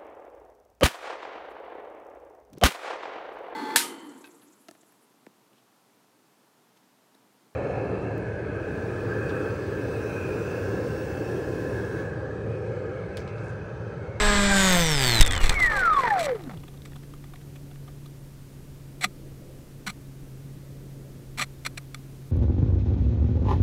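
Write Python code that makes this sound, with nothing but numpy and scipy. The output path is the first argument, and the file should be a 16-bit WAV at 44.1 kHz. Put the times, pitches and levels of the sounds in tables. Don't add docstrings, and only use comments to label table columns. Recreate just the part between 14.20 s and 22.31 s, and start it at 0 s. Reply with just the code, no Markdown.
import sys
import numpy as np
from scipy import signal
from scipy.io import wavfile
from scipy.ndimage import uniform_filter1d

SR = 44100
rng = np.random.default_rng(int(sys.argv[2]) if len(sys.argv) > 2 else 0)


def gain_from_db(level_db):
    decades = np.asarray(level_db, float) / 20
    return 10 ** decades


def output_pcm(signal):
    pcm = np.clip(np.atleast_2d(signal).T, -1, 1) * 32767
    wavfile.write(sys.argv[1], SR, np.round(pcm).astype(np.int16))


N = 357651
TIME = np.arange(N) / SR
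SPIN = TIME[:int(2.5 * SR)]


def evened(x):
    return x / np.sqrt(np.mean(x ** 2) + 1e-20)


def read(points, hz):
    f, value = np.transpose(points)
    return np.interp(np.log(hz + 1), np.log(f + 1), value)


def columns(rows, t=TIME):
    s, *values = np.transpose(rows)
    return [np.interp(t, s, v) for v in values]


def add(mix, s, sound):
    part = mix[round(s * SR):][:len(sound)]
    part += sound[:len(part)]


def padded(x):
    return np.pad(x, (0, N - len(x)))


def bump(t, centre, width):
    return np.exp(-((t - centre) / width) ** 2)


def colour(x, points, peaks=(), lift_db=0, gaps=()):
    hz = np.abs(np.fft.fftfreq(8192, 1 / SR))
    db = read(points, hz)
    db = db + sum(lift_db / (1 + ((hz - f) / w) ** 2) for f, w, _ in peaks)
    db = db + sum(dip_db / (1 + ((hz - f) / w) ** 2) for f, w, dip_db in gaps)
    log_gain = np.log(gain_from_db(np.maximum(db, -100)))
    taps = np.fft.ifft(np.exp(np.conj(signal.hilbert(log_gain)))).real[:4096]
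    return signal.oaconvolve(x, taps / np.linalg.norm(taps))[:len(x)]


def in_band(x, lo_hz, hi_hz):
    band = signal.butter(4, [lo_hz, hi_hz], "band", fs=SR, output="sos")
    return x / np.sqrt(np.mean(signal.sosfilt(band, x) ** 2))


def resonate(x, hz, width):
    r = np.exp(-np.pi * width / SR)
    return 2 * signal.lfilter([1 - r], [1, -r * np.exp(2j * np.pi * hz / SR)], x).real


def decaying(x, seconds):
    return signal.lfilter([1], [1, -np.exp(-1 / seconds / SR)], x)


def drift(seconds, count=N):
    size = max(int(seconds * SR), 1)
    return evened(uniform_filter1d(uniform_filter1d(rng.standard_normal(count), size), size))


# t/s, air load on the blades/dB, once-a-turn rattle level/dB, rattle brightness/dB
FLIGHT = [(0, 4, -48.5, -1.5), (.31, 2, -47, -3), (.37, 1.5, -37.5, 0.5), (.53, 3.5, -35, -4),
          (.63, -0.5, -37, -5), (.8, -2, -38.5, -1), (.82, 2.5, -35, -6), (.9, -0.5, -34, -5),
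          (1., 4, -36, -6)]
COGS = 36


def motor():
    t, n = SPIN, len(SPIN)
    load_db, rattle_db, bright_db = columns(FLIGHT, t)
    whine_hz = run_down(t)
    turns = np.cumsum(whine_hz / COGS) / SR + .46
    slowing = np.log2(whine_hz[0] / whine_hz)
    wobble = 0.0047 * drift(0.0157, n)
    powered = np.clip((1.006 - t) / .004, 0, 1)
    turning = np.clip((2.388 - t) / .008, 0, 1)
    push = blades(t, turns + wobble, slowing, load_db, powered) - shake(t, turns, slowing)
    push = push + cogging(t, turns, whine_hz) + magnets(t, turns)
    loose = rattle(t, turns, wobble, powered, rattle_db, bright_db)
    return padded(turning * airframe(push) + rush(t, turns, load_db) + loose + whistle(t, turns))


# t/s, cogging whine f/Hz
SPEED = [(0, 7540), (.32, 7132), (.45, 6858), (.6, 6176), (.72, 5459), (.82, 4730), (.97, 4027),
         (1.15, 3147), (1.33, 2334), (1.7, 1288), (2.45, 45)]


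def run_down(t):
    friction_hz = 1236
    log_hz = columns([(s, np.log(hz + friction_hz)) for s, hz in SPEED], t)[0]
    return uniform_filter1d(np.exp(log_hz) - friction_hz, size=1500, mode="nearest")


# shaft order, t/s, extra level/dB, lasting/s
SWELLS = [(2, 0.038, 7, 0.2085), (4, 0.077, 7, 0.098), (4, 0.336, 16.5, 0.048), (4, 0.58, 17, 0.033),
          (5, 0.153, 5, .25), (6, 0.08, 4.5, 0.16), (7, 0.32, 6.5, 0.34), (8, 0.306, 8.5, 0.0303),
          (8, 0.37, 5.5, 0.062), (8, 0.1924, 1.5, 0.056), (3, 0.0963, -2, .15), (6, .38, -1.5, .1),
          (10, 0.47, 4, 0.1017), (9, .5, 6, .1), (5, 0.28, -4.5, 0.085), (8, 0.0616, 3.5, .1),
          (9, 0.0764, -0.5, .12), (10, 0.113, 1.5, 0.16), (12, 0.28, 13, .08), (12, 0.47, 9, .04),
          (11, .62, 6, .1)]


def swell_db(order, t):
    return sum(db * bump(t, s, lasting) for k, s, db, lasting in SWELLS if round(k) == order)


# shaft order, level/dB
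PROPELLER = [(1, 14), (2, 4), (3, 10), (4, -2.5), (5, 4), (6, 7), (7, 1.5), (8, 10), (9, -19.5), (10, 10),
             (11, -25), (12, 0.5)]


def blades(t, turns, slowing, load_db, powered):
    tone = np.zeros(len(t))
    for k, db in PROPELLER[1:]:
        level_db = db + swell_db(k, t) + .42 * k * drift(0.017, len(t)) - 2.8 * (k - 1) * slowing
        phase = k * turns + .33 + .08 * rng.standard_normal()
        tone += gain_from_db(level_db) * np.cos(2 * np.pi * phase)
    windmilling = gain_from_db(-12.0 - 7.3 * (t - 2.0))
    return gain_from_db(-29 + 0.83 * load_db) * tone / np.std(tone[:SR // 4]) * np.clip(powered + windmilling, 0, 1)


def shake(t, turns, slowing):
    held_db = -16 * np.exp(-t / 0.082)
    grounded_db = np.clip((t - 1.03) / 0.045, 0, 1)
    level_db = -23.5 + held_db - 9.5 * slowing + grounded_db + 1.32 * drift(0.01, len(t))
    return np.sqrt(2) * gain_from_db(level_db) * np.cos(2 * np.pi * (turns - .1))


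# f/Hz, width/Hz, level/dB
COUPLING = [(5500, 2200, -34), (6850, 130, -36), (4040, 260, -30.5), (2030, 116, -16.5), (2434, 53, -35),
            (1650, 120, -34), (1336, 266, -29.5), (1310, 113, -21), (1075, 37, -14.5), (925, 29, -19.5),
            (798, 149, -25), (478, 39, -33.5), (256, 13, -37), (143, 25, -35)]
# t/s, depth 0-1, width/s
NULLS = [(1.266, 0.5, 0.055), (2.3, .7, .01), (1.318, 1, 0.0046), (0.59, 0.5, 0.044), (1.15, 0, .03),
         (1.34, 0.5, .008), (0.039, 0.3, 0.027), (.16, 0.2, .12), (1.4, 0.7, 0.02), (1.706, 0.1, 0.0034),
         (1.742, 0.9, 0.0035), (1.76, 0.8, 0.0033), (1.785, 0.65, 0.003), (1.815, 0.9, 0.023),
         (1.873, 0.99, 0.012), (1.895, 0.68, 0.013), (2.141, 0.87, 0.0079), (2.18, 0.75, 0.016),
         (2.035, 0.6, 0.0068), (2.076, 0.7, 0.0032)]


def cogging(t, turns, whine_hz):
    gain = gain_from_db(-50)
    for hz, width, db in COUPLING:
        gain = gain + gain_from_db(db) * np.exp(-.5 * ((whine_hz - hz) / width) ** 2)
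    flutter = (1 + 0.16 * np.cos(2 * np.pi * turns)) * gain_from_db(1.18 * drift(0.0018, len(t)))
    for s, depth, width in NULLS:
        flutter = flutter * (1 - depth * bump(t, s, width))
    return np.sqrt(2) * gain * flutter * np.sin(2 * np.pi * COGS * turns)


# shaft order, loudest t/s, lasting/s
MAGNETS = [(12, 1.55, .1), (12, 1.15, .08), (12, 1.4, .07), (18, 1.57, .08), (18, 1.83, .07),
           (26, 1.55, .04), (26, 1.1, .05), (44, 1.6, .13), (72, 1.862, .03), (75, 1.909, .007),
           (108, 1.75, .03), (18, 1.68, .06), (12, 1.7, .05), (72, 1.96, .04)]
MAGNET_DB = [-42, -44, -46, -38, -44, -28.5, -41, -37, -28, -23.5, -40.5, -46.5, -50.5, -37]


def magnets(t, turns):
    out = np.zeros(len(t))
    for (k, s, lasting), db in zip(MAGNETS, MAGNET_DB):
        level = gain_from_db(db + 3.5 * drift(0.0041, len(t)))
        out += level * bump(t, s, lasting) * np.sin(2 * np.pi * k * turns)
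    return out


# f/Hz, width/Hz, level/dB
RINGS = [(499, 100, 3.5), (817, 46, -8), (1240, 18, -6.5), (1554, 58.5, -10.5), (1780, 38.5, -8),
         (2106, 40, -17), (3520, 80, -40.5)]


def airframe(x):
    return gain_from_db(-1.5) * x + sum(gain_from_db(db) * resonate(x, hz, width) for hz, width, db in RINGS)


# t/s, level/dB
STOP_HIT = [(0, -5), (.34, -2), (.4, -3), (.47, 2), (.485, -6), (.495, 9), (.51, -7), (.525, 9), (.64, 3),
            (.652, -8), (.665, 6), (.685, -9), (.7, 2), (.76, -8), (.8, -9), (.815, 6), (.89, 6), (1., 3)]


def rattle(t, turns, wobble, powered, rattle_db, bright_db):
    n = len(t)
    play = drift(0.004, n)
    strikes = np.diff(np.floor(turns + 0.72 * wobble + .013 * play), prepend=0)
    strikes = strikes * gain_from_db(0.5 * play) * powered
    blow = -strikes + 0.31 * np.roll(strikes, 31) - 0.46 * np.roll(strikes, 58)
    loose, scatter_s = .18, .0006
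    scatter = decaying(strikes, scatter_s) * rng.standard_normal(n) / np.sqrt(scatter_s * SR / 2)
    blow = np.sqrt(1 - loose) * blow + np.sqrt(loose) * scatter
    bracket = gain_from_db(-7.0) * resonate(blow * gain_from_db(rattle_db + 36.0), 3530, 39) * np.sqrt(400 / 45)
    bright = gain_from_db(bright_db + 5.1 * drift(0.0037, n) * (t < .33))
    top = gain_from_db(columns(STOP_HIT, t)[0] + 2.1 * drift(.01, n))
    suction = decaying(strikes * gain_from_db(rattle_db + 10), .0026)
    return bracket + mount(blow * gain_from_db(rattle_db + 40.0), bright, top) - suction


# f/Hz, width/Hz, level/dB
MOUNT = [(1200, 2100, -1), (1960, 270, 5.5), (2640, 780, 1.5), (3556, 190, 4.5), (4160, 190, -3),
         (4970, 1060, 1.5), (6180, 660, 1.5), (7400, 710, 1.5), (8190, 370, 0.5), (9650, 570, -4.5),
         (11700, 620, -10), (13000, 520, -15), (14200, 760, -12)]
# f/Hz, width/Hz, depth 0-1
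VALLEYS = [(5950, 320, 0.9), (6720, 330, 0.54)]


def mount(x, bright, top):
    out = 0
    for k, (hz, width, db) in enumerate(MOUNT):
        hardness = top if hz > 12300 else bright if hz > 9000 else 1
        out = out + (-1) ** k * gain_from_db(db) * resonate(x * hardness, hz, width) * np.sqrt(400 / width)
    for hz, width, depth in VALLEYS:
        out = out - depth * resonate(out, hz, width)
    return out


# f/Hz, level/dB
RUSH = [(150, -10), (250, -10), (348, -13), (400, -6.5), (538, -10), (607, -2.5), (698, -6), (1530, -2),
        (1670, 2.5), (2710, -8), (3580, -3), (6590, -15), (7980, -22), (8700, -22), (16000, -57)]


def rush(t, turns, load_db):
    gate = (1 + 0.032 * np.cos(2 * np.pi * turns)) * gain_from_db(0.6 * drift(0.0024, len(t)))
    noise = in_band(colour(rng.standard_normal(len(t)) * gate, RUSH), 2330, 3150)
    noise = noise * gain_from_db(-27.5 + load_db - 12.0) * np.clip((1.04 - t) / 0.0079, 0, 1)
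    return noise - .65 * np.clip((t - .4) / .35, 0, 1) * resonate(noise, 5600, 3200)


def whistle(t, turns):
    tone = (1 + .5 * np.cos(2 * np.pi * turns)) * np.sin(2 * np.pi * 8016 * t)
    return 1.65 * gain_from_db(-38.5) * tone * np.clip((.52 - t) / 0.058, 0, 1)


# t/s, level/dB, push/s, rebound/s, rebound share
THUMPS = [
    (1.003, 0.5, 0.016, 0.034, 0.31),
    (1.224, -16, 0.036, 0.031, 1),
    (1.236, -10.5, 0.011, 0.053, 0.14),
    (1.292, -17.5, 0.0062, 0.032, 0.91),
    (1.424, -22, 0.034, 0.032, 0.4),
]


def landing():
    spectrum = [(8, 1.0), (30, 8), (60, -8.0), (120, -14.0), (300, -54.5)]  # f/Hz, level/dB
    rumble = colour(rng.standard_normal(N), spectrum)
    sliding = np.maximum(TIME - 1.03, 0)
    wind_db = np.where(sliding > 0, -24 - 30 * sliding ** 1.67, -23 - 8.5 * TIME)
    out = in_band(rumble, 9.9, 90) * gain_from_db(wind_db) * np.clip((2.4 - TIME) / .1, 0, 1)
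    for s, db, push, rebound, share in THUMPS:
        add(out, s, gain_from_db(db) * np.sin(np.pi * np.arange(0, push, 1 / SR) / push))
        u = np.arange(0, 3, 1 / SR / rebound)
        add(out, s + push, -gain_from_db(db) * share * 4 * u * np.e * np.exp(-4 * u))
    return out


# t/s, peak level/dB, length/s, brightness/dB
KNOCKS = [(1.0086, 1.5, 0.0052, -12), (1.0113, 1.5, 0.0046, -10), (1.0125, -9, 0.0033, -6),
          (1.02, -24.5, .002, 4), (1.0236, -8, 0.0027, 10), (1.0274, -6, 0.0022, 0),
          (1.049, -21, 0.0066, -8), (1.062, -14, 0.0037, 10), (1.0687, -17, 0.0033, 5),
          (1.075, -19.5, 0.0082, 2), (1.108, -19, 0.0036, 2), (1.1094, -17, 0.0051, -2),
          (1.1213, -16, 0.0043, 7), (1.125, -23, 0.0018, 4), (1.1326, -13.5, 0.003, -4.5),
          (1.14, -23, 0.0033, -7), (1.15, -20.5, 0.0085, -8), (1.163, -20, 0.0048, -6),
          (1.177, -14.5, 0.0026, -11), (1.2075, -23, .002, -4), (1.2577, -15, 0.0017, -12),
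          (1.2934, -10, 0.005, -3), (1.2957, -8, .003, 4)]


def knocks():
    drive = np.zeros(len(SPIN))
    t = np.arange(1500) / SR
    for s, db, length, _ in KNOCKS:
        burst = rng.standard_normal(1500) * np.minimum(t / 0.00073, 1) * np.exp(-3 * t / length)
        add(drive, s, gain_from_db(db + 6.5) * burst)
    starts, _, _, bright_db = np.transpose(KNOCKS)
    latest = np.maximum(np.searchsorted(starts, SPIN) - 1, 0)
    bright = gain_from_db(bright_db[latest] - 5.5)
    return padded(mount(drive, bright, bright))


# f/Hz, width/Hz, level/dB (unused: all modes are lifted alike)
SHELL = [(738, 66, -8), (1212, 47, -6), (2027, 217, 0), (2340, 160, 0), (3473, 68, -9), (4180, 300, -7),
         (5770, 154, -14), (7870, 217, -11), (10280, 78, -21)]


def shell(x, spectrum, lift_db, modes=SHELL, gaps=()):
    return colour(x, spectrum, modes, lift_db, gaps)


# f/Hz, level/dB
DRAG = [(88, -33.5), (150, -4.5), (321, -8), (514, 0), (637, -7.5), (1190, -1.5), (1790, -3.5), (2600, -16),
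        (4300, -22), (5100, -22.5), (14500, -57), (16000, -43.5)]
# t/s, extra level/dB, lasting/s
TUFTS = [(1.4, 2.5, .03), (1.53, 5, 0.037), (1.57, 3, 0.027), (1.81, 1, 0.059), (1.87, 3.5, .015),
         (2.071, 12.5, 0.0044), (2.094, 12.5, 0.0055), (2.13, 3, 0.0055), (2.165, 4, .018),
         (2.197, 4, .004), (2.21, 5, .004), (2.15, 3, .004), (2.111, 4, .004), (2.297, 18, 0.0056),
         (2.315, 15, 0.0092), (2.337, 12, .006)]


def grass():
    t, n = SPIN, len(SPIN)
    snaps = rng.standard_normal(n) * gain_from_db(2 * np.minimum(rng.exponential(1, n), 1.5))
    snaps = snaps * (rng.random(n) < 1500 / SR)
    grains = rng.standard_normal(n) + .6 * evened(uniform_filter1d(snaps, 5))
    grains = grains * gain_from_db(3.5 * drift(.005, n))
    touching = np.clip((t - 1.02) / 0.0059, 0, 1) * np.clip((2.43 - t) / 0.026, 0, 1)
    rustle = in_band(shell(grains, DRAG, 5.5), 1866, 2570)
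    rustle += 17.0 * resonate(grains, 730, 170.0) * np.clip((t - 2.05) / 0.28, 0, 1)
    stop_s = 2.016
    drag_db = -35 - 3 * np.clip((t - stop_s) / 0.016, 0, 1) - 89 * np.maximum(t - stop_s, 0)
    drag_db += sum(db * bump(t, s, lasting) for s, db, lasting in TUFTS)
    return padded(rustle * gain_from_db(drag_db - 6.5) * touching)


def stroke(start, push, first_db, last_db, release):
    t = np.arange(0, push + 50 / release, 1 / SR)
    return t, np.interp(t, [0, push], [first_db, last_db]) - release * np.maximum(t - push, 0)


# f/Hz, level/dB
SERVO = [(88, -75), (150, -14.5), (774, -17.5), (1060, -14.5), (2060, -14), (2760, -15), (4080, -16),
         (4950, -22), (7770, -19.5), (14500, -32), (15900, -40)]
# t/s, push/s, first effort level/dB, last effort level/dB, load on the foam/dB
TWITCHES = [(4.81, 0.014, -44, -34.5, -5), (4.826, 0.019, -44, -17, -7.5), (4.857, 0.0043, -41, -47, -6),
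            (5.665, 0.016, -41, -30.5, 7.5), (5.691, 0.011, -52, -33, 1), (7.175, 0.013, -43, -34.5, 6.5),
            (7.193, 0.017, -34.5, -38, 8), (7.21, 0.015, -34, -22.5, -5), (7.231, 0.0086, -49, -40, 0),
            (7.45, 0.0061, -40, -35, -1), (7.46, 0.0059, -45, -24.5, -1), (7.572, 0.0065, -55, -34, 3),
            (7.7451, 0.0022, -29, -42, 1)]
# t/s, push/s, first effort level/dB, last effort
# level/dB
SLIDE = [(1.204, 0.01, -40, -47), (1.213, .008, -44, -44), (1.225, 0.017, -40, -37),
         (1.24, 0.016, -45, -45), (1.258, 0.023, -38.5, -40), (1.3, 0.0074, -42, -38),
         (1.314, 0.012, -54, -39), (1.34, 0.027, -45.5, -52), (1.392, 0.012, -48, -39.5),
         (1.416, 0.024, -44, -43.5), (1.445, 0.014, -53, -46), (1.462, .012, -45.5, -46),
         (1.497, .008, -52, -51), (1.518, 0.02, -47, -49), (1.552, 0.019, -52, -38),
         (1.59, 0.017, -44.5, -42.5), (1.651, 0.0099, -50, -41.5), (1.725, .012, -58, -51),
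         (1.755, 0.035, -54, -53), (1.796, 0.045, -50, -55), (1.852, .006, -52, -58),
         (1.875, 0.013, -60, -54), (1.903, 0.0069, -48, -57), (1.927, .012, -53, -56),
         (1.97, 0.017, -56, -50), (1.992, 0.02, -47, -37), (2.028, .03, -40.5, -40.5),
         (2.652, 0.0024, -43, -50)]
# f/Hz, width/Hz, level/dB
PANEL = [(198, 22, 0), (684, 160, -27), (1240, 29, -5), (1430, 350, 2)]
# f/Hz, width/Hz, level/dB
GAPS = [(1080, 120, -5), (1700, 120, 1), (2670, 310, -2.5), (3440, 90, -3), (5100, 220, -3),
        (6300, 300, -4)]


def servos():
    effort, load, scrape = np.zeros(N), np.zeros(N), np.zeros(N)
    for *row, load_db in TWITCHES:
        t, effort_db = stroke(*row, release=2004)
        jerk = 1 + 1.5 * np.exp(-t / 0.0044)
        add(effort, row[0], gain_from_db(effort_db - 1.0) * jerk)
        add(load, row[0], gain_from_db(effort_db + load_db + 4.0))
    for row in SLIDE:
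        add(scrape, row[0], gain_from_db(stroke(*row, release=1490)[1] + 6.5))
    teeth = rng.standard_normal(N) * gain_from_db(1.2 * np.minimum(rng.exponential(1, N), 2))
    teeth = teeth * (rng.random(N) < 4000 / SR)
    teeth = evened(evened(teeth) + 0.49 * rng.standard_normal(N))
    panel = np.zeros(N)
    for hz, width, db in PANEL:
        panel += gain_from_db(db) * resonate(teeth * load, hz, width) * np.sqrt(400 / width)
    twitch = shell(teeth * uniform_filter1d(effort, size=80), SERVO, 11, gaps=GAPS)
    catching = gain_from_db(3 * drift(.003))
    crackle = shell(teeth * catching * uniform_filter1d(scrape, size=80), SERVO, 7.5, SHELL[:8])
    return twitch + panel + crackle


# f/Hz, level/dB
SETTLE = [(300, -46), (700, 9), (1300, 4), (2300, -12), (2800, 3), (3800, -3), (4700, -22), (8000, -14),
          (16000, -12)]
# t/s, peak level/dB, main f/Hz, length/s
TICKS = [(1.905, -26, 1757, 0.0073), (1.186, -30, 2100, .006), (1.201, -24, 2100, 0.0056),
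         (1.207, -26, 2050, .006), (1.221, -27, 2050, .007), (1.246, -22, 1900, .005),
         (1.27, -28, 1900, .004), (2.033, -33, 2370, .01), (2.098, -39, 1800, 0.0057),
         (2.115, -34, 1850, 0.0089), (2.149, -36, 1310, 0.011), (2.165, -44, 1200, 0.011),
         (2.204, -44, 1690, 0.0089), (2.218, -37, 3650, .006), (2.22, -44, 2150, 0.0073),
         (2.236, -32, 3600, 0.0076), (2.263, -42, 1270, .006), (2.295, -42, 1012, 0.0038),
         (2.309, -45, 1213, 0.0038), (2.342, -40, 1280, 0.0081), (2.37, -37, 3000, 0.0091),
         (2.4, -38, 3650, 0.005), (2.432, -36, 1240, 0.013), (2.478, -40, 1860, 0.012),
         (2.476, -38.5, 3460, .014), (2.529, -44, 1280, 0.032), (2.618, -33, 3500, 0.0043),
         (2.573, -40, 3700, .006), (2.66, -44, 1700, 0.005), (2.672, -43, 3600, .007),
         (2.716, -39.5, 1780, 0.0091), (2.73, -40, 1830, 0.008), (2.755, -33.5, 1240, 0.014),
         (2.758, -41, 3100, 0.013), (2.828, -39.5, 1760, 0.014), (2.935, -34.5, 1200, 0.0079),
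         (3.038, -34.5, 1350, 0.0087), (3.134, -34, 1200, 0.011), (3.155, -35.5, 2170, 0.0092),
         (3.21, -40.5, 1670, 0.0099), (3.35, -37.5, 2260, 0.023), (3.51, -38, 1490, 0.0093),
         (3.556, -38.5, 1800, 0.0051), (3.673, -38, 1230, 0.021), (3.856, -35.5, 3400, 0.013)]


def ticks():
    puffs, local = np.zeros(N), np.zeros(N)
    t = np.arange(2000) / SR
    for s, db, hz, length in TICKS:
        burst = rng.standard_normal(2000) * gain_from_db(rng.standard_normal(2000))
        swell = np.sin(np.pi * np.minimum(.9 * t / length, 1) ** .75) ** 2
        puff = gain_from_db(db - 9.0) * burst * swell
        add(puffs, s, puff)
        add(local, s, 2.2 * resonate(puff, hz, 400))
    return .42 * shell(puffs, SETTLE, 10) + local


# t/s, drone level/dB, traffic level/dB
FAR = [(1.4, -53.5, -44.5), (2.2, -45.5, -53), (3.06, -46, -56), (3.47, -43, -55), (4.34, -47, -57),
       (4.61, -45.5, -56), (4.95, -47, -52), (5.1, -46.5, -54.5), (5.54, -50.5, -51.5),
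       (5.95, -45.5, -57.5), (6.22, -42.5, -56), (6.85, -44.5, -50), (7.27, -45.5, -57.5),
       (8.11, -44, -56.5)]
# f/Hz, level/dB
TRAFFIC = [(150, 1.5), (250, -0.5), (400, 0), (600, -7), (900, -27), (1500, -49)]
# f/Hz, level/dB
HISS = [(8.8, -33), (15, 0), (84, -9.5), (119, -6.5), (142, -19), (164, -7), (190, -13.5), (361, -15.5),
        (455, -32), (865, -29.5), (3310, -36.5), (14200, -39.5), (16000, -45)]


def surroundings():
    drone_db, traffic_db = columns(FAR)
    hz = 143.7 - 1.15 * TIME
    turns = np.cumsum(hz + 1.45 * drift(0.068)) / SR
    drone = np.sqrt(2) * gain_from_db(drone_db + 1.86 * drift(0.023)) * np.sin(2 * np.pi * turns)
    drone += gain_from_db(drone_db - 11 + 2.5 * drift(.1)) * np.sin(4 * np.pi * turns)
    traffic = in_band(colour(rng.standard_normal(N), TRAFFIC), 300, 700)
    traffic = traffic * gain_from_db(traffic_db - 1.5 + 1.5 * drift(.1))
    hiss = in_band(colour(rng.standard_normal(N), HISS), 1750, 16000) * gain_from_db(-60.5)
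    return drone + traffic + hiss


def scene():
    return (motor() + landing() + knocks() + grass() + servos() + ticks() + surroundings())[None]


def top_cut(x):
    return signal.sosfilt(signal.butter(12, 16260, fs=SR, output="sos"), x)


def record(dry):
    ceiling, knee = .7, 7
    saturated = dry / (1 + abs(dry / ceiling) ** knee) ** (1 / knee)
    edge = signal.firwin(255, 15850, window=("kaiser", 9), fs=SR)
    limited = signal.oaconvolve(saturated, edge[None], "same")
    return top_cut(limited)


dry = scene()
out = record(dry)
output_pcm(out)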